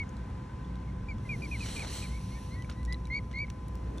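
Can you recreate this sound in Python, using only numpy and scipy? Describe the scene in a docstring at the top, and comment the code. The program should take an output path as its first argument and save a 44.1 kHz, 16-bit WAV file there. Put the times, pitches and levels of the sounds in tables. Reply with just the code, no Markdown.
"""Cygnets on a pond, close to a stereo microphone. From the start a low rumble and the whine of a
distant machine lie under them. One peep opens the scene and a few drops tick on the water. From about
one second the birds peep in short falling notes, and a splashy, bubbling rustle swells as they paddle.
After two seconds it fades and the notes turn to rising ones, many with a fast flutter. The drops come
thicker, and the loudest peeps follow just after three seconds."""
import sys
import numpy as np
from scipy import signal
from scipy.fft import rfft, irfft
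from scipy.io import wavfile

SR = 44100
rng = np.random.default_rng(int(sys.argv[2]) if len(sys.argv) > 2 else 0)


def digitize_waveform(pressure):
    """Quantize a signal to 16-bit integers and store it at the path in sys.argv[1].

    Rows of a 2-D input are taken as channels; values are limited to [-1, 1].
    """
    field = np.atleast_2d(pressure).T
    bounded = np.clip(field, -1, 1)
    quanta = np.round(bounded * 32767).astype(np.int16)
    wavfile.write(sys.argv[1], SR, quanta)


N = 176400
T = np.arange(N) / SR

# The calls, close by. Each row: start in seconds, length in seconds, level in dB, top pitch in Hz,
# glide as a share of that pitch, flutter depth (capped at 1), flutter rate in Hz,
# centre of the strain as a share of the note, overtone boost in dB.
FALLING_PEEPS = [(0.876, 0.037, -62, 2180, 0.061, 0.4, 60, .5, 0),
                 (1.084, 0.051, -45, 2372, 0.11, 0.4, 62.4, 0.15, 5),
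                 (1.249, 0.039, -56.5, 2090, 0.056, 0.42, 60, 0.41, 0),
                 (1.29, 0.072, -40, 2440, 0.19, 0.1, 60, 0.45, -1),
                 (1.419, 0.054, -42.5, 2440, 0.13, 1.1, 43.8, 0.18, 11),
                 (1.512, 0.062, -42, 2500, 0.23, 0, 60, 0.51, -13),
                 (1.603, 0.055, -44, 2520, 0.15, 1.2, 48.7, 0.34, 12),
                 (1.76, 0.045, -45, 2430, 0.13, 0.3, 60, 0.41, 0),
                 (1.791, 0.056, -43.5, 2510, 0.24, 0.87, 59, 0.47, -5),
                 (2.019, 0.058, -48, 2500, 0.2, 1.1, 78.5, 0.28, 8)]
RISING_PEEPS = [(-.07, 0.11, -37, 2243, 0.075, 0.057, 70, 0.34, -8),
                (2.09, .11, -54, 2275, 0.12, 0.95, 69.6, .5, 7),
                (2.29, 0.1, -59, 2280, 0.11, 0.67, 69, 0.15, 14),
                (2.349, 0.058, -60.5, 1814, -0.015, .2, 70, 0.34, -10),
                (2.5, 0.075, -57, 2210, 0.11, 0.22, 70, 0.089, 13.5),
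                (2.551, 0.09, -54, 1994, 0.037, 0.22, 70, 0.57, -8),
                (2.75, 0.095, -61, 2004, .04, 0.22, 70, 0.46, 5),
                (2.874, 0.083, -44.5, 2016, 0.048, 0.47, 71.6, 0.55, -1.5),
                (3.099, .1, -33.5, 2280, 0.1, 0.8, 75, 0.63, 2),
                (3.335, 0.12, -36, 2320, 0.11, 0.83, 68.3, 0.295, 2)]
# Pitch through a note. Each row: share of the note, share of the glide below the top pitch.
FALL_PATH = [(0, .2), (.08, 0), (.32, .08), (.65, .45), (1, 1.05)]
RISE_PATH = [(0, 1), (0.351, 0.499), (.72, 0.0043), (.87, 0.085), (1, 1.17)]
# Loudness through a note. Each row: share of the note, gain in dB.
FALL_SHAPE = [(0, 3.5), (.18, 3), (.7, 0.5), (1, -14.5)]
RISE_SHAPE = [(0, -8), (.3, 0), (0.581, 3), (.82, -1), (1, -12)]
FALL_OVERTONES_DB, RISE_OVERTONES_DB = [-21, -29, -48], [-11, -29, -43]   # weights of harmonics 2 to 4
def cygnets():
    """The young birds near the microphone: nearly pure falling peeps and brighter rising ones."""
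    falling = sum(peep(*row, FALL_PATH, FALL_SHAPE, FALL_OVERTONES_DB) for row in FALLING_PEEPS)
    rising = sum(peep(*row, RISE_PATH, RISE_SHAPE, RISE_OVERTONES_DB) for row in RISING_PEEPS)
    return falling + rising


STRAIN_SPAN_S, RELAXED_DB, RASP = 0.048, -11, .45
PINCH_BEND, JITTER = .03, .006   # shares of the top pitch
ATTACK_S, RELEASE_S = .004, 0.0061
def peep(start, length, db, top_hz, glide, depth, flutter_hz, centre, boost_db, path, shape, overtones_db):
    """One gliding whistle. Where the voice strains it brightens, rasps and flutters."""
    t = np.arange(int(length * SR)) / SR
    share = t / length
    from_centre = t - centre * length
    strain = np.exp(-(from_centre / STRAIN_SPAN_S) ** 4)
    flutter = np.clip(depth, 0, 1) * strain
    opening = abs(np.sin(np.pi * flutter_hz * from_centre))
    # Each pinch of the flutter bends the pitch down and trades the fundamental for overtones.
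    pinch = flutter * (1 - opening) ** 1.25
    hz = top_hz * (1 - glide * along(path, share) - PINCH_BEND * pinch ** 2 + JITTER * drift(200)[:len(t)])
    phase = 2 * np.pi * np.cumsum(hz) / SR
    overtones = sum(from_db(weight) * np.sin(k * phase) for k, weight in enumerate(overtones_db, 2))
    rasp = 1 + RASP * strain * drift(360)[:len(t)]
    brightness = (1 - flutter * opening ** 2) * from_db(boost_db + RELAXED_DB * (1.5 - strain))
    voice = np.sin(phase) * (1 - pinch) + overtones * rasp * brightness
    ramp = np.clip(np.minimum(t / ATTACK_S, (length - t) / RELEASE_S), 0, 1)
    envelope = np.sin(np.pi / 2 * ramp) ** 2 * from_db(db + along(shape, share))
    return np.interp(T - start, t, np.sqrt(2) * voice * envelope, 0, 0)


# Drops on the near water. Each row: start in seconds, level in dB, ring pitch in Hz, splat boost in dB.
DROPS = [(.092, -48, 6500, -7), (.168, -54.5, 4000, 0), (0.646, -51.5, 3440, -30), (.756, -54, 3800, -3),
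         (1.183, -54.5, 3420, -3), (2.623, -49, 3050, -1), (2.646, -44.5, 2280, -12),
         (2.693, -42, 1420, -22), (2.698, -51, 2850, 4), (2.704, -55, 2950, 6), (2.724, -47, 5440, -15),
         (2.831, -51.5, 8200, 1), (2.851, -47, 7200, 2), (2.858, -49, 5560, -3), (2.925, -33.5, 4880, -7.5),
         (2.931, -38, 9500, -8), (2.944, -36.5, 3980, -21), (3.054, -45, 3900, -7),
         (3.071, -49.5, 2290, -3), (3.386, -47.5, 3960, -9), (3.483, -46.5, 2170, -26),
         (3.501, -41, 6030, -6.5), (3.683, -39.5, 10700, -12.5), (3.754, -36.5, 13000, -14),
         (3.976, -46, 9050, -8), (3.982, -44, 3550, -2)]
DROP_CYCLES = 87   # to die away by 60 dB
SPLAT_BAND_HZ, SPLAT_DECAY_S, SPLAT_DB = (1810, 15000), .0014, 6.5
def drops():
    """Each drop is a tiny splat and the short ring of a bubble."""
    t, out = np.arange(SR // 20) / SR, 0
    band = signal.butter(1, SPLAT_BAND_HZ, "band", fs=SR, output="sos")
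    for start, db, hz, boost_db in DROPS:
        splat = signal.sosfilt(band, rng.standard_normal(len(t)) * np.exp(-t / SPLAT_DECAY_S))
        ring = np.sin(2 * np.pi * hz * t) * from_db(-60 * t * hz / DROP_CYCLES)
        drop = from_db(db) * (ring + from_db(SPLAT_DB + boost_db) * splat)
        out += np.interp(T - start, t, drop, 0, 0)
    return out


# Slaps, close by. Each row: start in seconds, level in dB, decay time in seconds.
SLAPS = [(1.659, -37, 0.0037), (1.829, -48, 0.0039), (1.847, -37, 0.0025), (2.697, -40, 0.004),
         (2.712, -52, 0.019), (3.313, -48, 0.0055), (3.328, -49, 0.0047), (3.468, -58, .003),
         (3.501, -44, 0.0034)]
SLAP_BAND_HZ, SLAP_ATTACK_S = (700, 4100), 0.00056
def slaps():
    """Water slaps against the birds: short, broad bursts of noise."""
    band = signal.butter(2, SLAP_BAND_HZ, "band", fs=SR, output="sos")
    envelope = 0
    for start, db, decay in SLAPS:
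        age = np.maximum(T - start, 0)
        envelope += from_db(db) * np.minimum(age / SLAP_ATTACK_S, 1) * np.exp(-age / decay)
    return envelope * rms_one(signal.sosfilt(band, rng.standard_normal(N)))


# Colours of the splashy rustle and its hiss. Each row: frequency in Hz, relative density in dB.
RUSTLE_COLOUR = [(250, -7), (900, 4), (1600, -2.5), (2100, 6), (2600, -0.5), (3000, 7), (3550, -2),
                 (4150, 10), (5000, -4.5), (5800, 4), (6900, -4.5), (7800, 6), (8400, -3.5), (8950, 5),
                 (9400, -5), (10200, 2.5), (11400, -15), (12200, 1), (12800, -12), (16000, -56)]
HISS_COLOUR = [(300, -16), (1000, -24.5), (2600, 5), (3100, 1.5), (3600, 1), (4200, 4), (5000, -3),
               (5850, 6.5), (6900, -7.5), (7900, -2.5), (9400, -1), (10300, 5), (11400, 0), (12200, -7),
               (12900, -21), (16000, -37)]
# Their swells. Each row: time in seconds, level in dB.
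RUSTLE_LEVEL = [(1.3, -90), (1.55, -59), (1.66, -45), (1.77, -43.5), (1.86, -47.5), (1.94, -43),
                (2.03, -47), (2.1, -56.5), (2.25, -84)]
HISS_LEVEL = [(0, -90), (1.15, -80), (1.28, -62), (1.55, -55.5), (2.1, -56.5), (2.45, -57), (2.62, -64.5),
              (2.85, -69.5), (4, -73)]
GRAIN_DB, GRAIN_HZ = 1.3, 150
def rustle():
    """Paddling close by: a thin hiss comes and goes, and a finely grained rustle swells twice over it."""
    swells = patchy(noise(RUSTLE_COLOUR)) * from_db(along(RUSTLE_LEVEL, T) + GRAIN_DB * drift(GRAIN_HZ))
    return swells + noise(HISS_COLOUR) * from_db(along(HISS_LEVEL, T))


# Brightness of the rustle. Each row: time in seconds, treble against lows in dB.
RUSTLE_TILT = [(1.75, -1), (1.86, -10), (1.94, 11), (2.08, 2)]
PATCH_DB, PATCH_HZ = 1.6, 8
def patchy(x, bands=14):
    """Each band of the rustle swells and sinks by itself, while the whole tilts bright or dull."""
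    place = np.interp(np.arange(N // 2 + 1) * SR / N, np.geomspace(800, 12000, bands), np.arange(bands))
    spectrum, tilt_db, out = rfft(x), along(RUSTLE_TILT, T), 0
    for k in range(bands):
        band = irfft(spectrum * np.maximum(1 - abs(place - k), 0), N)
        out += band * from_db(PATCH_DB * drift(PATCH_HZ) + tilt_db * (k / bands - .5))
    return out


BUBBLES_PER_S, BUBBLE_RANGE_HZ, BUBBLE_CYCLES = 220, (453, 3060), 9
BUBBLE_DB, BUBBLE_SPREAD_DB = -6, 4
def bubbles(pitches=16):
    """Bubbles burst at random in the churned water and ring briefly; they swell with the rustle."""
    out, base_db = 0, BUBBLE_DB + along(RUSTLE_LEVEL, T)
    for hz in np.geomspace(*BUBBLE_RANGE_HZ, pitches):
        bursts = rng.random(N) < BUBBLES_PER_S / pitches / SR
        pops = bursts * from_db(base_db + BUBBLE_SPREAD_DB * np.minimum(rng.exponential(1, N), 2))
        decay, angle = from_db(-60 * hz / BUBBLE_CYCLES / SR), 2 * np.pi * hz / SR   # per sample
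        out += signal.lfilter([0, np.sin(angle)], [1, -2 * decay * np.cos(angle), decay ** 2], pops + 1e-18)
    return out


ECHO_DB, ECHO_T60_S = -29.5, 0.96
def reed_echo(x):
    """A faint scatter comes back to the microphone from the reeds on the banks."""
    t = np.arange(SR // 2) / SR
    tail = rng.standard_normal((2, len(t))) * from_db(-60 * t / ECHO_T60_S)
    return from_db(ECHO_DB) * signal.fftconvolve(x[None], rms_one(tail) / np.sqrt(len(t)), axes=1)[:, :N]


# The far hum. Each row: pitch in Hz, level in dB, waver in dB.
HUM_TONES = [(60.3, -42.5, 3.5), (180.6, -56, 4)]
# The whine. Each row: pitch in Hz, level in dB, waver in dB, left over right in dB, left lead in radians.
WHINE_TONES = [(507.3, -62, 1.5, -1, -1.2), (828, -71, 2, -1.7, 0), (1015.1, -58, 1, 4.6, .05),
               (1523, -75, 2, 0, 0)]
# Its dip. Each row: time in seconds, gain in dB.
WHINE_GAIN = [(0, 0.5), (1.4, -4), (2.1, 0.5)]
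def machine():
    """A machine in the distance: a low hum, and a whine that dips in level and returns."""
    hum = sum(machine_tone(*row) for row in HUM_TONES)
    whine = sum(machine_tone(*row) for row in WHINE_TONES)
    return hum + from_db(along(WHINE_GAIN, T)) * whine


PITCH_WANDER, WANDER_HZ, WAVER_HZ = 0.001226, 3.63, 3.25
def machine_tone(hz, db, waver_db, pan_db=0, lead=0):
    """One held stereo tone that wavers slightly in pitch and level."""
    sides = np.array([[.5], [-.5]])
    phase = 2 * np.pi * np.cumsum(hz * (1 + PITCH_WANDER * drift(WANDER_HZ))) / SR
    gain = from_db(db + pan_db * sides + waver_db * drift(WAVER_HZ))
    return np.sqrt(2) * gain * np.sin(phase + lead * sides)


# Colours of the air around the pond. Each row: frequency in Hz, relative density in dB.
RUMBLE_COLOUR = [(20, -39), (32, -19), (45, -0.5), (60, -2.5), (75, -1), (115, 0), (150, -6), (200, -7.5),
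                 (300, -16), (420, -24.5), (650, -30), (1200, -62.5)]
WASH_COLOUR = [(100, -17), (250, 1.5), (450, -3.5), (700, -12), (1500, -43)]
WHIRR_COLOUR = [(1300, -37), (1540, 7.5), (1850, -40)]
AIR_COLOUR = [(100, -13), (400, 5), (650, -0.5), (950, 7.5), (1300, -1), (2000, -4), (3000, -11),
              (4200, -14.5), (5000, -15.5), (5800, -17), (7000, -19.5), (10500, -22), (12000, -28),
              (15000, -68)]
# How each moves. Each row: time in seconds, level in dB.
RUMBLE_LEVEL = [(0, -39), (.7, -40), (1.42, -37), (2.02, -41), (2.6, -39), (3.5, -41), (4, -40)]
WASH_LEVEL = [(0, -65), (1.2, -62), (1.39, -46.5), (1.52, -56.5), (1.87, -48), (2.15, -60), (3.65, -57),
              (3.87, -49.5), (4, -46.5)]
WHIRR_LEVEL = [(0, -64.5), (1.001, -67.5), (4, -97)]
AIR_LEVEL = [(0, -53.5), (1, -55.5), (2, -56), (3.4, -58.5), (4, -54.5)]
def open_air():
    """All around: low rumble, a gusty wash, a faint narrow whirr that dies away and a soft hiss."""
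    layers = [(RUMBLE_COLOUR, RUMBLE_LEVEL), (WASH_COLOUR, WASH_LEVEL),
              (WHIRR_COLOUR, WHIRR_LEVEL), (AIR_COLOUR, AIR_LEVEL)]
    return sum(noise(colour) * from_db(along(level, T)) for colour, level in layers)


# Stereo width at the microphone. Each row: frequency in Hz, side against mid in dB.
STEREO_WIDTH = [(60, -91), (125, -37), (270, -12), (580, 0.5), (1200, -3.5), (2600, -18.5), (5500, -9),
                (12000, -12.5)]
def noise(colour):
    """Stereo noise of a given colour, alike on both sides in the bass and wider above; rms 1."""
    log_hz = np.log(np.arange(N // 2 + 1) * SR / N + 1)
    gain, width = (from_db(along([(np.log(hz), db) for hz, db in table], log_hz))
                   for table in (colour, STEREO_WIDTH))
    mid, side = rfft(rng.standard_normal((2, N)))
    left_right = (mid + width * side * [[1], [-1]]) / np.sqrt(1 + width ** 2)
    return rms_one(irfft(gain * left_right, N))


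def drift(hz):
    """Smooth random wander with rms 1, mostly slower than the given rate."""
    pole = np.exp(-40 * np.pi * hz / SR)   # one step every 20 samples
    slow = signal.lfilter([1], [1, -2 * pole, pole ** 2], rng.standard_normal(N // 20 + 4002))[4000:]
    return np.interp(np.arange(N) / 20, np.arange(len(slow)), rms_one(slow))


def from_db(db):
    """Decibels to gain."""
    return 10 ** (np.asarray(db) / 20)


def rms_one(x):
    """Scale to rms 1."""
    return x / np.sqrt(np.mean(x ** 2) + 1e-20)


def along(points, x):
    """Straight lines through the points."""
    return np.interp(x, *np.transpose(points))


def scene():
    """Birds and water close in front; the reeds, the far machine and the open air around them."""
    near = cygnets() + drops() + slaps() + bubbles()
    return near + reed_echo(near) + rustle() + machine() + open_air()


# How far the right side lags the left. 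Each row: frequency in Hz, lag in radians.
RIGHT_LAG = [(0, 0), (300, 0), (1000, .15), (1950, .4), (2300, .82), (3700, .5), (4570, 1.3), (4860, 3.1),
             (5200, 6), (7150, 7.5), (9000, 8.2), (11100, 9.3), (12500, 9.45), (14000, 9.7), (22050, 12.5)]
CUTOFF_HZ = 15500
def record(dry):
    """The right side lags the left; the whole sound is dulled above about 15 kHz."""
    size = 2 * N
    lag = along(RIGHT_LAG, np.arange(N + 1) * SR / size)
    right = irfft(rfft(dry[1], size) * np.exp(-1j * lag), size)[:N]
    lowpass = signal.cheby2(12, 60, CUTOFF_HZ, fs=SR, output="sos")
    return signal.sosfilt(lowpass, [dry[0], right])


dry = scene()
out = record(dry)
digitize_waveform(out)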